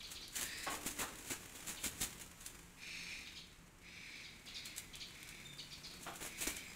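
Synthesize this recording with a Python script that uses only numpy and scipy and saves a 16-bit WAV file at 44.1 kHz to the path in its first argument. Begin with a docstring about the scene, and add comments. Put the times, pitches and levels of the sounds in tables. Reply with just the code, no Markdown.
"""Ducks scrambling in a pen

A few metres away, between concrete walls and wire mesh, one duck beats its wings against the wall
and stirs up the flock. Feathers crackle, shoved air thumps, claws tick and feet shuffle on grit.
Breath forced through open bills makes hisses; quick warbling peeps, thin whistles and a few hoarse
quacks bounce off the close walls, over a bed of outdoor air and faint hums."""
import sys
import numpy as np
from scipy import signal
from scipy.fft import rfft, irfft, next_fast_len
from scipy.io import wavfile
from scipy.ndimage import map_coordinates

SR = 44100
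rng = np.random.default_rng(int(sys.argv[2]) if len(sys.argv) > 2 else 0)


def to_wav(sig):
    """Store sig (one row per channel, or 1-D mono) as 16-bit WAV at the path in sys.argv[1].

    Samples outside -1..1 are clipped; the rate is SR.
    """
    pcm = np.clip(np.atleast_2d(sig), -1, 1) * 32767
    pcm = np.round(pcm).astype(np.int16)
    wavfile.write(sys.argv[1], SR, pcm.T)  # frames by channels


N = 297869
TIME = np.arange(N) / SR


def gain_of(db):
    """Decibels to amplitude."""
    return 10 ** (np.asarray(db) / 20)


def unit_rms(x):
    """Scales to rms 1."""
    return x / np.sqrt(np.mean(x ** 2) + 1e-20)


def curve_at(points, hz):
    """Reads a curve along a log-frequency axis."""
    f, value = np.transpose(points)
    return np.interp(np.log(hz + 1), np.log(f + 1), value)


def add(mix, s, sound):
    """Mixes a sound in at s seconds."""
    part = mix[max(round(s * SR), 0):][:len(sound)]
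    part += sound[:len(part)]


def coloured(x, spectrum):
    """Shapes white sound with an EQ curve, keeping its power."""
    size = next_fast_len(len(x), True)
    eq = unit_rms(gain_of(curve_at(spectrum, np.fft.rfftfreq(size, 1 / SR))))
    return irfft(rfft(x, size) * eq, size)[:len(x)]


def wander(size, rate):
    """Smooth random drift of rms near 1, with `rate` new values a second."""
    knots = rng.standard_normal(int(size / SR * rate) + 4)
    return map_coordinates(knots, [np.arange(size) * rate / SR + 1], order=3, mode="nearest")


def resonate(x, hz, width):
    """A steep resonance of gain 1 that can glide."""
    turn = np.exp(2j * np.pi * np.cumsum(hz * np.ones(len(x))) / SR)
    r = np.exp(-np.pi * width / SR)
    return 2 * (turn * signal.lfilter([(1 - r) ** 2], [1, -2 * r, r * r], x / turn + 1e-18)).real


def swell(t, rise, hold, fall):
    """An envelope that rises until t = 0, holds, and dies away."""
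    return np.exp(np.minimum(t, 0) / rise - np.maximum(t - hold, 0) / fall)


def lingering(power, decay_s):
    """An amplitude envelope that follows a power curve and trails off behind it."""
    keep = np.exp(-1 / (decay_s * SR))
    return np.sqrt(signal.lfilter([1 - keep], [1, -keep], power))


def crackle(clump_db, clumps_per_s):
    """Grainy noise: feather barbs slip over each other in tiny clumps."""
    return unit_rms(rng.standard_normal(N) * gain_of(clump_db * np.minimum(wander(N, clumps_per_s), 2)))


def background(air_db=-62.5):
    """A bed of outdoor air, with faint wavering hums that come and go."""
    # outdoor air colour (frequency [Hz], relative level [dB])
    air_eq = [(15, -10.5), (25, 3), (60, -3), (110, -5.5), (200, -8.5), (300, -10), (450, -15.5),
              (700, -20.5), (1100, -18), (2500, -20), (3500, -29.5), (5000, -30.5), (8000, -31),
              (15500, -55)]
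    # low hums (pitch [Hz], level [dB], crest time [s], spread [s])
    hums = [(171.4, -68, 2.94, 1.5), (174.4, -69, 5.88, 1.34), (230.8, -73.5, 7.6, 4.4),
            (143.5, -67, 5.55, 0.56), (296, -63.5, 0.92, 0.27)]
    out = coloured(rng.standard_normal(N), air_eq) * gain_of(air_db + 0.99 * wander(N, 5.25))
    for hz, db, s, spread in hums:
        tone = unit_rms(np.sin(2 * np.pi * np.cumsum(hz + 4.41 * wander(N, 20)) / SR))
        out += tone * gain_of(db + 3.1 * wander(N, 12)) * np.exp(-((TIME - s) / spread) ** 2)
    return out


def shuffling(feather_power, brushing=0.5, steps_per_s=55, step_decay_s=0.004, stir_db=-15.5):
    """Many small steps on grit over a steady brushing of plumage, livelier after any flapping."""
    # the flock's underlying bustle (time [s], level [dB])
    bustle = [(0, -59.5), (.3, -66), (.6, -56), (1.5, -56), (2.1, -56), (2.3, -60.5), (2.6, -60),
              (2.72, -62.5), (3.1, -60.5), (3.7, -68.5), (4.3, -64), (5.4, -60.5), (6.75, -58.5)]
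    # grit and plumage colour (frequency [Hz], relative level [dB])
    rustle_eq = [(80, -0.5), (300, 6), (600, -2), (1200, -0.5), (2400, 0.5), (5000, -7), (7200, 0),
                 (10000, -6), (15500, -12)]
    steps = (rng.random(N) < steps_per_s / SR) * rng.random(N)
    contact = brushing + signal.lfilter([1], [1, -np.exp(-1 / (step_decay_s * SR))], steps)
    grit = unit_rms(contact * crackle(clump_db=1.0, clumps_per_s=770))
    restless = gain_of(np.interp(TIME, *np.transpose(bustle)))
    stirred = gain_of(stir_db) * lingering(feather_power, decay_s=0.074)
    return coloured(grit * np.hypot(restless, stirred), rustle_eq)


def peeps(start_ratio=1.45, dive_s=0.009, warble_hz=66, warble_depth=0.19, overtone_db=-17, rasp_db=-7):
    """A whistled note dives, then warbles fast and unevenly; air rasps along with it."""
    # peeps (time [s], length [s], level [dB], centre pitch after the dive [Hz])
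    calls = [(.002, .017, -48, 2700), (0.028, 0.033, -48, 3805), (0.147, 0.036, -48.5, 3500),
             (0.214, 0.042, -49.5, 4260), (1.767, 0.031, -49.5, 3130), (3.253, 0.035, -51, 3420),
             (3.352, 0.047, -49.5, 3710), (4.145, 0.051, -59, 4100), (4.232, 0.037, -52, 3850),
             (4.462, 0.046, -51, 3426), (4.542, 0.039, -45, 4050), (4.644, 0.033, -50.5, 3700),
             (4.931, .028, -48.5, 2850), (5, 0.039, -45, 3770), (5.582, 0.032, -45, 3550),
             (5.706, 0.046, -50.5, 4050), (5.834, 0.036, -48, 4150), (5.906, .032, -54.5, 3820)]
    # breath colour (frequency [Hz], relative level [dB])
    rasp_eq = [(1000, -21), (1800, -18), (2300, 0.5), (3000, -12), (3900, -2), (4600, -0.5), (5400, -13.5),
               (6700, -5), (8000, -40), (15000, -29)]
    notes, rasp = np.zeros((2, N))
    for s, length, db, settled_hz in calls:
        t = np.arange(0, length, 1 / SR)
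        settled = 1 - np.exp(-(t / dive_s) ** 2)
        rate_hz = warble_hz * rng.uniform(0.865, 1.098)
        warble = warble_depth * settled * np.cos(2 * np.pi * rate_hz * (t - length / 2))
        jitter = 0.06 * wander(4096, 713)[:len(t)]
        hz = settled_hz * (start_ratio + (1 - start_ratio) * settled) * (1 + warble + jitter)
        phase = 2 * np.pi * np.cumsum(hz) / SR
        effort = gain_of(db) * unit_rms(np.sin(np.pi * t / length) ** 0.5)
        add(notes, s, effort * (np.sin(phase) + gain_of(overtone_db) * np.sin(2 * phase)))
        add(rasp, s, effort * rng.standard_normal(4096)[:len(t)])
    return notes + gain_of(rasp_db) * coloured(rasp, rasp_eq)


def wing_power(beat_fall_s=0.021, swing_db=-10, flick_air_db=-15):
    """Power envelopes of feathers and air: a beat swings in, strikes and fades; a flick only flares."""
    # full wingbeats (time [s], stroke length [s], feather level [dB], air relative to feathers [dB])
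    beats = [(.358, 0.0093, -38.5, -15.5), (0.389, .008, -44.5, -7.5), (.411, 0.023, -42, -7.5),
             (0.704, 0.046, -46, -10), (0.864, 0.014, -40, -7.5), (.992, 0.029, -40.5, -3.5),
             (1.303, 0.019, -40.5, -5), (1.673, 0.034, -44, -8.5), (1.840, 0.022, -37, -11),
             (2.012, 0.024, -37, -10), (6.21, .055, -48, -2), (6.411, 0.021, -39.5, -8.5),
             (6.471, 0.0059, -40, -3.5)]
    # light flicks and brushes of a wing (time [s], level [dB])
    flicks = [(0.118, -45.5), (.456, -46), (.58, -50), (.638, -47.5), (.757, -51), (.912, -46.5),
              (1.188, -51.5), (1.276, -47.5), (1.56, -50.5), (2.213, -49), (2.411, -51.5), (2.464, -47),
              (4.659, -52), (4.779, -45.5), (5.292, -59), (6.035, -48.5), (6.16, -50.5), (6.265, -49.5),
              (6.388, -49), (6.5, -43.5), (6.567, -46.5)]
    feathers, air = np.zeros((2, N))
    t = np.arange(-SR // 10, SR // 2) / SR
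    for s, length, db, air_db in beats:
        swing = gain_of(swing_db) * swell(t, rise=0.028, hold=length, fall=beat_fall_s)
        strike = swell(t, rise=0.0046, hold=length, fall=beat_fall_s)
        stroke = np.maximum(swing, strike)
        add(feathers, s + t[0], (gain_of(db) * stroke) ** 2)
        add(air, s + t[0], (gain_of(db + air_db) * stroke) ** 2)
    flick = swell(t, rise=0.0089, hold=0, fall=0.022)
    for s, db in flicks:
        add(feathers, s + t[0], (gain_of(db) * flick) ** 2)
        add(air, s + t[0], (gain_of(db + flick_air_db) * flick) ** 2)
    return feathers, air


def wings(feather_power, air_power):
    """Each stroke gives a bright crackle of feathers and a darker rush of air."""
    # feather and air colours (frequency [Hz], relative level [dB])
    feather_eq = [(100, -26), (600, -45), (1500, -8), (2400, -5.5), (4000, -5.5), (5200, -10.5), (7000, 0),
                  (8500, -3.5), (11000, -6.5), (13000, -11.5), (15500, -10)]
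    air_eq = [(30, 4.5), (65, 4), (120, -2.5), (300, 3.5), (550, -2.5), (1300, -2.5), (2400, -0.5),
              (4000, -15.5), (7000, -17), (16000, -43)]
    feathers = np.sqrt(feather_power) * crackle(clump_db=2.5, clumps_per_s=1000)
    rush = np.sqrt(air_power) * crackle(clump_db=2.0, clumps_per_s=420)
    return coloured(feathers, feather_eq) + coloured(rush, air_eq)


def draught(feather_power, relative_db=-20, band_hz=(40, 110)):
    """The air that the wings have set moving rumbles on for a moment."""
    low_band = signal.butter(2, band_hz, "band", fs=SR, output="sos")
    eddies = unit_rms(signal.sosfilt(low_band, rng.standard_normal(N)))
    return gain_of(relative_db) * eddies * lingering(feather_power, decay_s=0.16)


def claws(snap_s=0.0011, scrape_s=0.016, scrape_db=-13, trim_db=-5):
    """Claws and quills strike concrete: a sharp tick with a short scrape after it."""
    # strikes (time [s], level before trim [dB])
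    ticks = [(.28, -40), (0.412, -30.5), (0.43, -31), (1.156, -40), (2.017, -27.5), (2.463, -32),
             (4.657, -35.5), (4.764, -36), (4.781, -28), (4.955, -37.5), (5.230, -39.5), (5.29, -38),
             (6.474, -26)]
    # tick colour (frequency [Hz], relative level [dB])
    claw_eq = [(100, -11), (1000, -20), (4000, -5), (5500, -8.5), (7500, -3), (10500, -5), (15500, -18)]
    out, t = np.zeros(N), np.arange(2048) / SR
    envelope = np.exp(-t / snap_s) + gain_of(scrape_db) * np.exp(-t / scrape_s)
    for s, db in ticks:
        add(out, s, gain_of(db + trim_db) * rng.standard_normal(len(t)) * envelope)
    return coloured(out, claw_eq)


def hiss(breaths, throat, attack_s, fade_db_per_s, climb_hz_per_s=0, onset_db=-22, bend_per_db=0.0026):
    """Air forced through an open bill builds, holds and fades; it rises and brightens with effort."""
    out, t = np.zeros(N), np.arange(SR) / SR
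    for s, held, db, hz in breaths:
        effort_db = onset_db * np.exp(-t / attack_s) - fade_db_per_s * np.maximum(t - held, 0)
        main_hz = (hz + climb_hz_per_s * np.minimum(t, held)) * (1 + bend_per_db * effort_db)
        tilt_db_per_octave = 0.14 * (db + effort_db + 50)  # flat at -50 dB, duller below
        air = np.zeros(SR)
        for ratio, width, band_db in throat:
            band = resonate(rng.standard_normal(SR), ratio * main_hz, width)
            air += gain_of(band_db + tilt_db_per_octave * np.log2(ratio)) * band
        flutter_db = wander(SR, 130)
        add(out, s, air / air[t < held].std() * gain_of(db + effort_db + flutter_db))
    return out


def alarm_hiss():
    """The startled duck forces out one rising hiss that stops short."""
    # the breath (time [s], hold [s], level [dB], main resonance before the climb [Hz])
    breath = [(.325, .365, -50, 1720)]
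    # throat resonances (multiple of the main one, width [Hz], relative level [dB])
    throat = [(1, 340, 2), (1.3, 550, -3), (2.05, 895, -5.5), (2.62, 700, -5.5), (4, 3000, -14)]
    return hiss(breath, throat, attack_s=0.022, fade_db_per_s=200, climb_hz_per_s=750)


def quacks(jitter=0.14, rasp=0.94):
    """Uneven pulses and puffs of air ring a wide throat: hoarse, far more breath than tone."""
    # quacks (time [s], length [s], level [dB], pitch [Hz], factor on the throat's resonances)
    calls = [(.664, 0.029, -38.5, 195.5, .92), (0.691, 0.062, -47, 166.6, 0.67),
             (1.006, 0.0385, -44, 192.7, 1), (6.062, 0.032, -44.5, 167.5, 0.87)]
    # throat resonances (base frequency [Hz], width [Hz], relative level [dB])
    throat = [(580, 470, -25), (1150, 1230, 4), (1580, 1200, -30), (2500, 1600, -10.5)]
    out = np.zeros(N)
    for s, length, db, hz, shift in calls:
        t = np.arange(0, length, 1 / SR)
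        cycles = np.cumsum(hz * (1 + jitter * wander(8192, 200)[:len(t)])) / SR
        pulses = np.diff(np.floor(cycles), prepend=-1)
        puffs = np.exp(-(cycles % 1)) * rng.standard_normal(8192)[:len(t)]
        drive = (1 - rasp) * unit_rms(pulses) + rasp * unit_rms(puffs)
        voice = sum(gain_of(band_db) * resonate(drive, f * shift, width) for f, width, band_db in throat)
        add(out, s, gain_of(db) * unit_rms(voice * signal.windows.tukey(len(t), 0.25)))
    return out


def thumps(pulse_decay_s=0.0032, gust_db=-17, gust_decay_s=0.0068):
    """A wing shoves the air: a low pulse of a cycle or two, and a soft deep gust."""
    # wingbeats that give a low thump (time [s], level [dB], pitch [Hz])
    shoves = [(.862, -30.5, 274), (1.309, -38, 293), (1.317, -34, 322), (1.863, -32.5, 254),
              (2.013, -34, 240), (6.223, -42, 340), (6.474, -30, 354)]
    out, t = np.zeros(N), np.arange(4096) / SR
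    for s, db, hz in shoves:
        pulse = np.sin(2 * np.pi * hz * t) * np.exp(-t / pulse_decay_s)
        gust_hz = 62 * rng.uniform(0.88, 0.97)
        gust = gain_of(gust_db) * np.sin(2 * np.pi * gust_hz * t) * np.exp(-t / gust_decay_s)
        add(out, s, -gain_of(db) * (pulse + gust))
    return out


def flock_hisses():
    """The other ducks breathe out hisses that ease in and trail away."""
    # breaths (time [s], hold [s], level [dB], main resonance at full effort [Hz])
    breaths = [(2.765, 0.37, -49, 2410), (3.80, 0.41, -54, 2296), (4.45, 0.31, -57, 2240),
               (5.06, 0.34, -57, 2265), (5.6, 0.36, -66, 2480), (6.23, 0.37, -53.5, 2260)]
    # throat resonances (multiple of the main one, width [Hz], relative level [dB])
    throat = [(.82, 726, -12), (1, 427, 1), (1.11, 436, -6), (1.55, 640, -9), (1.78, 755, -8.5),
              (2.22, 547, -9.5), (2.63, 560, -11.5), (3.3, 3460, -22)]
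    return hiss(breaths, throat, attack_s=0.04, fade_db_per_s=58)


def whistles(sag=0.039, waver=0.0056):
    """A high and a low voice whistle thin notes that swell, fade and sag slightly in pitch."""
    # each voice's notes (time [s], length [s], base level [dB], starting pitch [Hz])
    high_notes = [(5.446, .036, -54, 3690), (5.495, 0.051, -62, 3590), (6.572, 0.017, -54, 3180)]
    low_notes = [(6.62, .125, -62, 2560)]
    # each voice's harmonics (multiple of the pitch, gain [dB])
    high_harmonics = [(1, 5.5), (2, -3), (3, -26)]
    low_harmonics = [(1, -2), (2, -1), (3, 1)]
    out = np.zeros(N)
    for notes, harmonics in (high_notes, high_harmonics), (low_notes, low_harmonics):
        for s, length, db, hz in notes:
            progress = np.arange(0, length, 1 / SR) / length
            bend = 1 - sag * progress + waver * wander(SR, 276)[:len(progress)]
            phase = 2 * np.pi * np.cumsum(hz * bend) / SR
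            tone = sum(gain_of(gain_db) * np.sin(k * phase) for k, gain_db in harmonics)
            add(out, s, gain_of(db) * np.sin(np.pi * progress) * tone)
    return out


def echoes(wet_db, early_db, predelay_s=0.006):
    """Close walls return a few quick echoes, then a short diffuse tail."""
    # the pen's decay (frequency [Hz], time to fall 60 dB [s])
    decay_times = [(150, 1), (1000, 0.39), (4000, 0.55), (8000, 0.33), (15000, 0.41)]
    t = np.arange(SR) / SR
    hz, frame_s, spectra = signal.stft(rng.standard_normal(SR) * (t > predelay_s), SR, nperseg=256)
    decay = gain_of(-60 * frame_s / curve_at(decay_times, hz)[:, None])
    tail = signal.istft(spectra * decay, SR, nperseg=256)[1][:SR]
    response = gain_of(wet_db) * tail / np.linalg.norm(tail)
    for delay_s in rng.uniform(0.002, 0.022, size=8):
        response[int(delay_s * SR)] += gain_of(early_db) * rng.choice([-1, 1])
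    response[0] += 1  # direct sound
    return response / np.linalg.norm(response)


def pen(x, wet_db, early_db, tails=3, crossfade_hz=1.7):
    """Crossfades between several echo tails so the reverb stays smooth and does not ring."""
    fades = [np.maximum(np.cos(2 * np.pi * (crossfade_hz * TIME + k / tails)), 0) for k in range(tails)]
    return sum(signal.fftconvolve(x * fade / sum(fades), echoes(wet_db, early_db))[:N] for fade in fades)


def scene():
    """The flock in its pen, in mono: movement stays fairly dry, voices carry more of the walls."""
    feather_power, air_power = wing_power()
    scramble = wings(feather_power, air_power) + claws() + shuffling(feather_power)
    movement = pen(scramble, wet_db=-10, early_db=-22.5)
    wing_air = pen(thumps(), wet_db=-15.5, early_db=-24) + draught(feather_power)
    hisses = flock_hisses() + alarm_hiss()
    thin_calls = pen(whistles() + peeps(), wet_db=0.5, early_db=-20)
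    hoarse_calls = pen(quacks(), wet_db=-0.5, early_db=-17)
    voices = thin_calls + hoarse_calls + pen(hisses, wet_db=-7, early_db=-18)
    return (movement + wing_air + voices + background())[None]


def record(dry, cutoff_hz=15700):
    """A steep low-pass takes off the very top of the treble."""
    low_pass = signal.firwin(511, cutoff_hz, window=("kaiser", 9), fs=SR)
    return signal.oaconvolve(dry, low_pass[None], "same")


dry = scene()
out = record(dry)
to_wav(out)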